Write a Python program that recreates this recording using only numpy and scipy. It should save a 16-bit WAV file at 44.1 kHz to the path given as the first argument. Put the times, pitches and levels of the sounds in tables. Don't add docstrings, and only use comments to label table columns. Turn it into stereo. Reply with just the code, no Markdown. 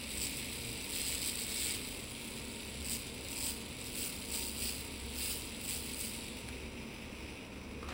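import sys
import numpy as np
from scipy import signal
from scipy.fft import rfft, irfft, next_fast_len
from scipy.io import wavfile
from scipy.ndimage import uniform_filter1d

SR = 44100
rng = np.random.default_rng(int(sys.argv[2]) if len(sys.argv) > 2 else 0)


def unload_wav(signal):
    wavfile.write(
        sys.argv[1],
        SR,
        np.round(np.clip(np.atleast_2d(signal).T, -1, 1) * 32767).astype(np.int16),
    )


N = 350122
TIME = np.arange(N) / SR
PADDED = next_fast_len(N + SR // 2)
BIN_HZ = np.maximum(np.arange(PADDED // 2 + 1) * SR / PADDED, 1)


def from_db(db):
    return 10 ** (np.asarray(db) / 20)


def unit_rms(x):
    return x / np.sqrt(np.mean(x ** 2) + 1e-20)


def in_time(rows):
    times, *columns = np.transpose(rows)
    return [np.interp(TIME, times, column) for column in columns]


def by_hz(points):
    hz, value = np.transpose(points)
    return np.interp(np.log(BIN_HZ), np.log(np.maximum(hz, 1)), value)


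def filtered(x, response):
    return irfft(rfft(x, PADDED) * response, PADDED)[..., :N]


def colour(points):
    skirts = (1 + (.7 * points[0][0] / BIN_HZ) ** 4) * (1 + (BIN_HZ / points[-1][0] / 1.15) ** 12)
    return unit_rms(from_db(by_hz(points)) / np.sqrt(skirts))


def drift(rate_hz):
    return unit_rms(filtered(rng.standard_normal(N), 1 / (1 + (BIN_HZ / rate_hz) ** 2)))


def decay(x, seconds):
    return signal.lfilter([1], [1, -np.exp(-1 / (seconds * SR))], x + 1e-18)


def ring(x, hz, seconds):
    radius, angle = np.exp(-1 / (seconds * SR)), 2 * np.pi * hz / SR
    return signal.lfilter([np.sin(angle)], [1, -2 * radius * np.cos(angle), radius ** 2], x + 1e-18)


def shot_noise(per_s, spread_db):
    sizes = from_db(spread_db * np.minimum(rng.exponential(1, N), 4))
    return unit_rms(sizes * rng.choice([-1, 1], N) * (rng.random(N) < per_s / SR))


def diffuse(response):
    # frequency in Hz, correlation between the ports.
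    coherence = [(30, .995), (120, .92), (250, .74), (400, .5), (600, -.05), (1000, -.25), (1600, -.1),
                 (4000, 0)]
    alike = by_hz(coherence)
    mid, side = filtered(rng.standard_normal((2, N)), response * np.sqrt([1 + alike, 1 - alike]))
    return unit_rms(np.array([mid + side, mid - side]))


def microphones(x, room_db, t60, positions=6):
    # frequency in Hz, phase lead of the left port in radians.
    port_phase = [(340, 0), (950, -3.2), (1980, -4.8), (2670, -6.8), (4820, -7), (5340, -4), (6500, -3.1),
                  (8350, -.3), (9560, .4), (12600, 3.1), (15500, 5.9)]
    # frequency in Hz, left minus right level in dB.
    port_balance = [(200, -12), (900, -8.5), (1500, -9), (2400, -1.5), (3300, -5.5), (4400, -5.5),
                    (5300, -5), (6100, -5.5), (6750, 0.5), (15000, 0)]
    age = TIME[:SR // 3]
    place = 5 * TIME % positions
    echoes = 0
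    for k in range(positions):
        distance = np.abs((place - k + 1) % positions - 1)
        crossfade = np.cos(np.pi / 2 * np.minimum(distance, 1))
        tail = rng.standard_normal((2, len(age))) * from_db(-60 * age / t60) * (age > .001)
        tail /= np.sqrt(np.sum(tail ** 2, axis=1, keepdims=True))
        echoes = echoes + rfft(x * crossfade, PADDED) * rfft(tail, PADDED)
    wet = from_db(room_db) / np.sqrt(1 + (BIN_HZ / 6500) ** 2)
    sides = np.array([[.5], [-.5]])
    direct = rfft(x, PADDED) * np.exp(1j * sides * np.interp(BIN_HZ, *np.transpose(port_phase)))
    balance = from_db(sides * by_hz(port_balance))
    balance /= np.sqrt(np.mean(balance ** 2, axis=0))
    return irfft(balance * (direct + wet * echoes) / np.sqrt(1 + wet ** 2), PADDED)[:, :N]


def press(start, held, attack_s, release_s):
    return np.exp(np.minimum(TIME - start, 0) / attack_s - np.maximum(TIME - start - held, 0) / release_s)


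def drill_level(idle_knock_share=.19):
    # time in seconds, relative level in dB.
    idle_rattle = [(0, -46), (0.45, -43.5), (0.8, -43.5), (1.88, -42.5), (2.04, -47.5), (2.25, -46),
                   (2.82, -48.5), (3.02, -46), (3.19, -50), (3.7, -49.5), (4.17, -45), (4.78, -43),
                   (4.95, -50), (5.42, -44), (5.57, -49), (5.83, -42.5), (6.3, -48.5), (6.65, -59.5),
                   (6.9, -67.5)]
    # time of full pressure and hold in seconds, relative level in dB, knocking share 0-1.
    strokes = [(0.11, 0.022, -44, 0.2), (0.219, 0.053, -36, 0.85), (0.37, 0.024, -42, 0.33),
               (0.53, 0.035, -45, 0.1), (0.951, 0.05, -35.5, 0.4), (1.069, 0.086, -36.5, 0.6),
               (1.246, 0.047, -34.5, 0.68), (1.391, 0.072, -39.5, 0.68), (1.52, 0.049, -39.5, 0.51),
               (1.605, 0.135, -36, 0.72), (2.87, 0.1, -45, 0.42), (2.912, 0.033, -37.5, 0.78),
               (3.31, 0.021, -43.5, 0.35), (3.41, 0.082, -35.5, 0.7), (3.54, 0.023, -45.5, .2),
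               (3.86, 0.019, -44.5, 0.49), (3.996, 0.076, -37, 0.44), (4.35, 0.044, -37, 0.78),
               (4.449, 0.026, -39, 0.5), (4.624, 0.074, -36.5, 0.48), (5.211, 0.11, -35.5, 0.16),
               (5.63, .02, -48, 0.25), (5.703, 0.047, -35.7, 0.56), (6.009, 0.056, -38.5, 0.38),
               (6.141, 0.021, -46.5, 0.2)]
    idle_power = from_db(in_time(idle_rattle)[0]) ** 2
    hiss, knock = idle_power * (1 - idle_knock_share), idle_power * idle_knock_share
    for start, held, level_db, share in strokes:
        power = from_db(level_db) ** 2
        hiss += power * (1 - share) * press(start, held, attack_s=.048, release_s=.06) ** 2
        knock += power * share * press(start, held, attack_s=.055, release_s=.024) ** 2
    return 10 * np.log10(hiss + knock), np.minimum(knock / (hiss + knock), .72)


def sanding(turns, level_db, knock_share, wobble_db, flicker_db, chatter_db, sing_width_hz):
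    # frequency in Hz, relative density in dB.
    firm_tip = [(1000, -5), (1500, -11), (2100, -23), (2700, 0.5), (3900, -11), (5300, -2.5), (7300, -1),
                (8500, -1.5), (9400, 0.5), (11600, -1), (14000, 0), (15300, 3)]
    free_running = [(1000, -8), (1500, -35), (2100, -0.5), (3500, 5.5), (4700, 2.5), (5500, -5.5),
                    (7800, 3.5), (8900, -1.5), (10700, 3), (12200, -12.5), (15300, -5.5)]
    broadside = [(900, -16), (1500, -4.5), (2100, 7.5), (3000, 5.5), (3900, 12), (5200, 5), (6300, -23),
                 (8000, 11), (9700, -7.5), (11300, 8), (13300, -35), (15000, -14)]
    # time in seconds, tilt from on the tip (0) to on the side (1).
    tilt = [(0, 0.44), (1.75, 0.62), (2.1, 0), (2.7, 0.21), (7.94, 0.19)]
    # time in seconds, frequency in Hz, relative level in dB.
    singing_mode = [(0.22, 4720, -14), (1.0, 4980, -16), (1.7, 4768, -17), (2.9, 4840, -7),
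                    (3.45, 4870, -7.5), (4.0, 4970, -18), (4.37, 4840, -7), (4.66, 4700, -7),
                    (5.25, 4890, -9), (5.72, 4890, -14), (6.05, 4770, -12)]
    twice_a_turn = np.cos(4 * np.pi * turns - np.pi)
    swell = unit_rms(from_db(wobble_db * twice_a_turn + flicker_db * np.tanh(2 * drift(280))))
    loudness = swell * from_db(level_db) * np.sqrt(1 - knock_share)
    scratch = shot_noise(per_s=22000, spread_db=2.5) * loudness
    rasp = filtered(scratch, 1 / (1 + (BIN_HZ / 6500) ** 8))
    chatter = unit_rms(from_db(chatter_db * np.tanh(2 * drift(170))))
    scratch += rasp * (chatter - 1)
    firm = np.clip((level_db + 48) / 8, 0, 1)
    side_on = in_time(tilt)[0]
    upright = 1 - side_on
    blend = [(broadside, side_on), (firm_tip, upright * firm), (free_running, upright * (1 - firm))]
    hiss = sum(filtered(scratch * weight, colour(spectrum)) for spectrum, weight in blend)
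    sing_hz, sing_db = in_time(singing_mode)
    phase = 2 * np.pi * np.cumsum(sing_hz) / SR
    narrow_band = drift(sing_width_hz) * np.cos(phase) + drift(sing_width_hz) * np.sin(phase)
    sing_gain = from_db(sing_db - 7 * (1.5 - firm))
    return hiss + sing_gain * loudness * narrow_band


def knocking(turns, level_db, knock_share, uneven_db, jitter_s, bite_s, thud_db, ping_db):
    # place in the turn 0-1, relative strength in dB.
    high_spots = [(0.028, 3), (0.232, 0), (0.432, 1), (0.632, 2.5), (0.832, -4)]
    # frequency in Hz, relative density in dB.
    scrape_spectrum = [(250, -22), (900, -19), (1500, -17.5), (2200, -6.5), (2750, -4.5), (3900, -4.5),
                       (5000, -0.5), (7400, -2.5), (8700, -1.5), (9700, -11.5), (11400, -2.5), (13300, -8),
                       (15000, -2)]
    # frequency in Hz, relative drive in dB, decay in seconds.
    cap_modes = [(4800, -11.5, 0.0005), (7860, 0, 0.00025), (8820, -4.5, 0.00025)]
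    force = from_db(level_db) * np.sqrt(knock_share)
    landing_chance = np.clip(.8 + .035 * (20 * np.log10(force) + 38), .3, .9)
    hits = np.zeros(N)
    for place, spot_db in high_spots:
        draws = rng.uniform(-1, 1, (480, 3))
        when = np.interp(np.arange(len(draws)) + place, turns, TIME) + jitter_s * draws[:, 0]
        heard = (when > 0) & (when < TIME[-SR // 10])
        at = (when[heard] * SR).astype(int)
        _, strength, bounce = draws[heard].T
        lands = np.abs(bounce) < landing_chance[at]
        tilt_db = drift(5.1)[at]
        hits[at] = lands * from_db(spot_db + tilt_db + uneven_db * strength) / np.sqrt(landing_chance[at])
    bite = unit_rms(decay(decay(hits, bite_s), .00018)) * force
    scrape = filtered(bite * rng.standard_normal(N), colour(scrape_spectrum))
    thud = filtered(bite, 1 / (1 + (220 / BIN_HZ) ** 4) / (1 + (BIN_HZ / 900) ** 2))
    ping = 0
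    for hz, mode_db, seconds in cap_modes:
        blows = hits * rng.choice([-1, 1], N) * rng.uniform(.87, 1, N)
        ping = ping + from_db(mode_db) * unit_rms(ring(ring(blows, hz, seconds), hz, .00036))
    ping = unit_rms(ping) * force * np.sqrt(knock_share)
    return scrape + from_db(thud_db) * thud + from_db(ping_db) * ping


def handpiece(turns, wobble_db, waver_db):
    # frequency in Hz, relative density in dB.
    whirr_spectrum = [(1600, -16), (1900, -5), (2120, 0.5), (2500, 2), (2700, 1.5), (2950, -4.5),
                      (3500, -8), (3850, -6.5), (4400, -13.5), (4800, -9), (5550, -6.5), (5950, -1.5),
                      (6600, -18), (7500, -12), (8600, -20), (9700, -13.5), (11800, -20.5), (15500, -18)]
    # time in seconds, level in dB.
    whirr_level = [(0, -48), (1.7, -49.5), (2.4, -51), (4, -51), (6.3, -50.5), (6.65, -50), (7.0, -50),
                   (7.4, -50.5), (7.6, -53.5), (7.94, -52.5)]
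    rattle = shot_noise(per_s=9000, spread_db=3.5)
    modulation = unit_rms(from_db(wobble_db * np.cos(2 * np.pi * turns) + waver_db * drift(8.8)))
    return from_db(in_time(whirr_level)[0]) * filtered(rattle * modulation, colour(whirr_spectrum))


def ventilation(rush_db, hiss_db, drone_hz, waver_db):
    # frequency in Hz, relative density in dB.
    rush_spectrum = [(24, -12), (37, -4.5), (52, -6.5), (93, -5.5), (128, -7), (148, -6.5), (159, -17.5),
                     (180, -11.5), (192, -7.5), (250, -6.5), (296, -9), (404, -10), (490, -9), (750, -18),
                     (933, -14.5), (1160, -19.5), (1700, -25)]
    # frequency in Hz, width in Hz, level in dB before the swell.
    hum_tones = [(189.6, 2.5, -65.5), (199.7, 3.9, -63), (227.4, 4.2, -56.5), (252.7, 4.7, -58.5),
                 (279.8, 5, -62.5), (314, 8.6, -67), (381.4, 4.8, -65), (426, 3.7, -70), (461.1, 3.8, -62),
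                 (926, 7.9, -65)]
    # time in seconds, gain of the hum tones in dB.
    hum_swell = [(0, -0.5), (1.5, -1), (1.8, 1), (2.1, -2.5), (2.5, 1), (2.8, -2), (3.5, 1.5), (3.8, -1),
                 (4.2, 0.5), (4.43, 4), (4.6, -1.5), (4.78, 0.5), (5.25, -0.5), (5.6, -6), (5.85, 2),
                 (6.3, 0), (6.72, 0.5), (6.84, 4), (6.95, -2), (7.94, -2)]
    # time in seconds, level in dB.
    drone_level = [(0, -66), (0.18, -47), (0.42, -63), (0.68, -53), (0.95, -65), (1.12, -50.5), (1.5, -58),
                   (2.1, -57), (2.46, -63), (2.8, -48), (3.08, -59), (3.38, -53.5), (4.05, -62),
                   (4.36, -52), (4.75, -50), (4.88, -55), (5.03, -48), (5.28, -48.5), (5.58, -67),
                   (5.82, -53), (6.03, -57), (6.65, -49.5), (6.82, -59), (7.06, -59), (7.25, -49.5),
                   (7.43, -66.5), (7.9, -47)]
    rush = from_db(rush_db) * diffuse(colour(rush_spectrum))
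    hiss = from_db(hiss_db) * diffuse(colour([(1500, 9.5), (3000, -1), (7000, -6.5), (15500, -76)]))
    density = sum(from_db(db) ** 2 / width / (1 + (2 * (BIN_HZ - hz) / width) ** 2) ** 2
                  for hz, width, db in hum_tones)
    tones = np.sqrt(sum(from_db(db) ** 2 for _, _, db in hum_tones)) * diffuse(np.sqrt(density))
    envelope = unit_rms(np.sqrt(uniform_filter1d(np.mean(tones ** 2, axis=0), size=SR // 4)))
    tones *= from_db(in_time(hum_swell)[0]) / envelope
    drone = np.sqrt(2) * np.sin(2 * np.pi * np.cumsum(drone_hz + 1.4 * drift(4.5)) / SR)
    drone *= from_db(in_time(drone_level)[0] + waver_db * drift(11))
    return rush + hiss + tones + drone


def catches(decay_s, gain_db):
    # time in seconds, relative level in dB.
    ticks = [(0.106, -27), (0.1735, -27), (0.373, -28), (.65, -29), (0.721, -42), (1.017, -22), (1.32, -25),
             (1.356, -22), (1.5695, -27), (1.589, -29), (1.6257, -22), (1.7225, -27), (1.7518, -25),
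             (2.742, -32), (3.319, -31), (3.3695, -26), (3.957, -25), (4.0105, -31), (4.102, -32),
             (4.128, -33), (4.323, -29), (4.6241, -27), (5.209, -24), (5.696, -23.5), (5.945, -27),
             (6.024, -26), (6.049, -26), (6.113, -31), (6.146, -37), (6.235, -37)]
    # frequency in Hz, relative density in dB.
    tick_spectrum = [(1400, -16), (2600, -6), (4700, -2), (6400, -10), (8200, 6), (10000, -5), (15000, -16)]
    impulses = np.zeros(N)
    for start, level_db in ticks:
        impulses[round(start * SR)] = from_db(level_db + gain_db)
    return filtered(decay(impulses, decay_s) * rng.choice([-1, 1], N), colour(tick_spectrum))


def sinking_tone():
    # time in seconds, frequency in Hz, level in dB.
    glide = [(.25, 143.3, -73), (.36, 139, -50.5), (.5, 131, -61), (.62, 124, -51.5), (.76, 114.6, -52),
             (.9, 108, -78)]
    hz, level_db = in_time(glide)
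    phase = 2 * np.pi * np.cumsum(hz + 2 * drift(9.5)) / SR
    return np.sqrt(2) * from_db(level_db) * np.sin(phase)


def strike(start, modes):
    tap = np.zeros(N)
    tap[round(start * SR)] = 1
    rings = sum(from_db(db) * ring(tap, hz, seconds) for hz, db, seconds in modes)
    return filtered(rings, 1 / np.sqrt(1 + (BIN_HZ / 11500) ** 16))


def handling(click_s, bump_s, case_hz, case_width_hz):
    # start in seconds, level in dB, decay in seconds, upper edge in Hz, case share 0-1.
    rubs = [(6.488, -38, 0.0012, 3500, 0), (6.491, -47, 0.02, 2800, 0.1), (7.831, -39, 0.003, 1900, 0.5),
            (7.835, -46.5, 0.068, 1280, 0.44), (7.887, -36.5, 0.01, 3400, 0.13),
            (7.903, -40.5, 0.08, 2170, 0), (7.925, -36, 0.0053, 200, 0)]
    # frequency in Hz, level in dB, decay in seconds.
    handpiece_modes = [(260, -42, .005), (900, -44, 0.001), (2490, -37.5, .0011), (4100, -37, .0011),
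                       (10100, -31, 0.0006)]
    case_modes = [(453, -42, 0.0036), (1180, -36.5, 0.0027), (2150, -49, 0.0018)]
    rubbing = np.zeros((2, N))
    case = diffuse(1 / (1 + (2 * (BIN_HZ - case_hz) / case_width_hz) ** 2))
    for start, level_db, decay_s, edge_hz, case_share in rubs:
        fade = np.exp(-np.maximum(TIME - start, 0) / decay_s) * (TIME >= start)
        rub = diffuse(1 / np.sqrt(1 + (BIN_HZ / edge_hz) ** 4))
        rubbing += from_db(level_db) * fade * (np.sqrt(1 - case_share) * rub + np.sqrt(case_share) * case)
    return rubbing + strike(click_s, handpiece_modes) + strike(bump_s, case_modes)


def scene():
    level_db, knock_share = drill_level()
    turns_per_s = 53 * (1 - .013 * from_db(level_db + 36) + .022 * drift(6))
    turns = np.cumsum(turns_per_s) / SR
    hiss = from_db(.6) * sanding(turns, level_db, knock_share, wobble_db=2.2, flicker_db=2.4,
                                 chatter_db=2.6, sing_width_hz=350)
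    knocks = from_db(1) * knocking(turns, level_db, knock_share, uneven_db=1.5, jitter_s=.0006,
                                   bite_s=.0004, thud_db=-20, ping_db=-1.5)
    skin_limit = from_db(-21.5)
    knocks = skin_limit * np.tanh(knocks / skin_limit)
    ticks = catches(decay_s=.0007, gain_db=-2.5)
    cap = microphones(hiss + knocks + ticks, room_db=-4, t60=.13)
    motor = microphones(handpiece(turns, wobble_db=1.2, waver_db=1), room_db=-8.5, t60=.16)
    room = ventilation(rush_db=-48, hiss_db=-61, drone_hz=68.3, waver_db=.5) + sinking_tone()
    bumps = handling(click_s=6.4876, bump_s=7.8297, case_hz=1200, case_width_hz=300)
    return cap + motor + room + bumps


def record(dry, cutoff_hz=15800):
    return filtered(dry, 1 / np.sqrt(1 + (BIN_HZ / cutoff_hz) ** 1000))


dry = scene()
out = record(dry)
unload_wav(out)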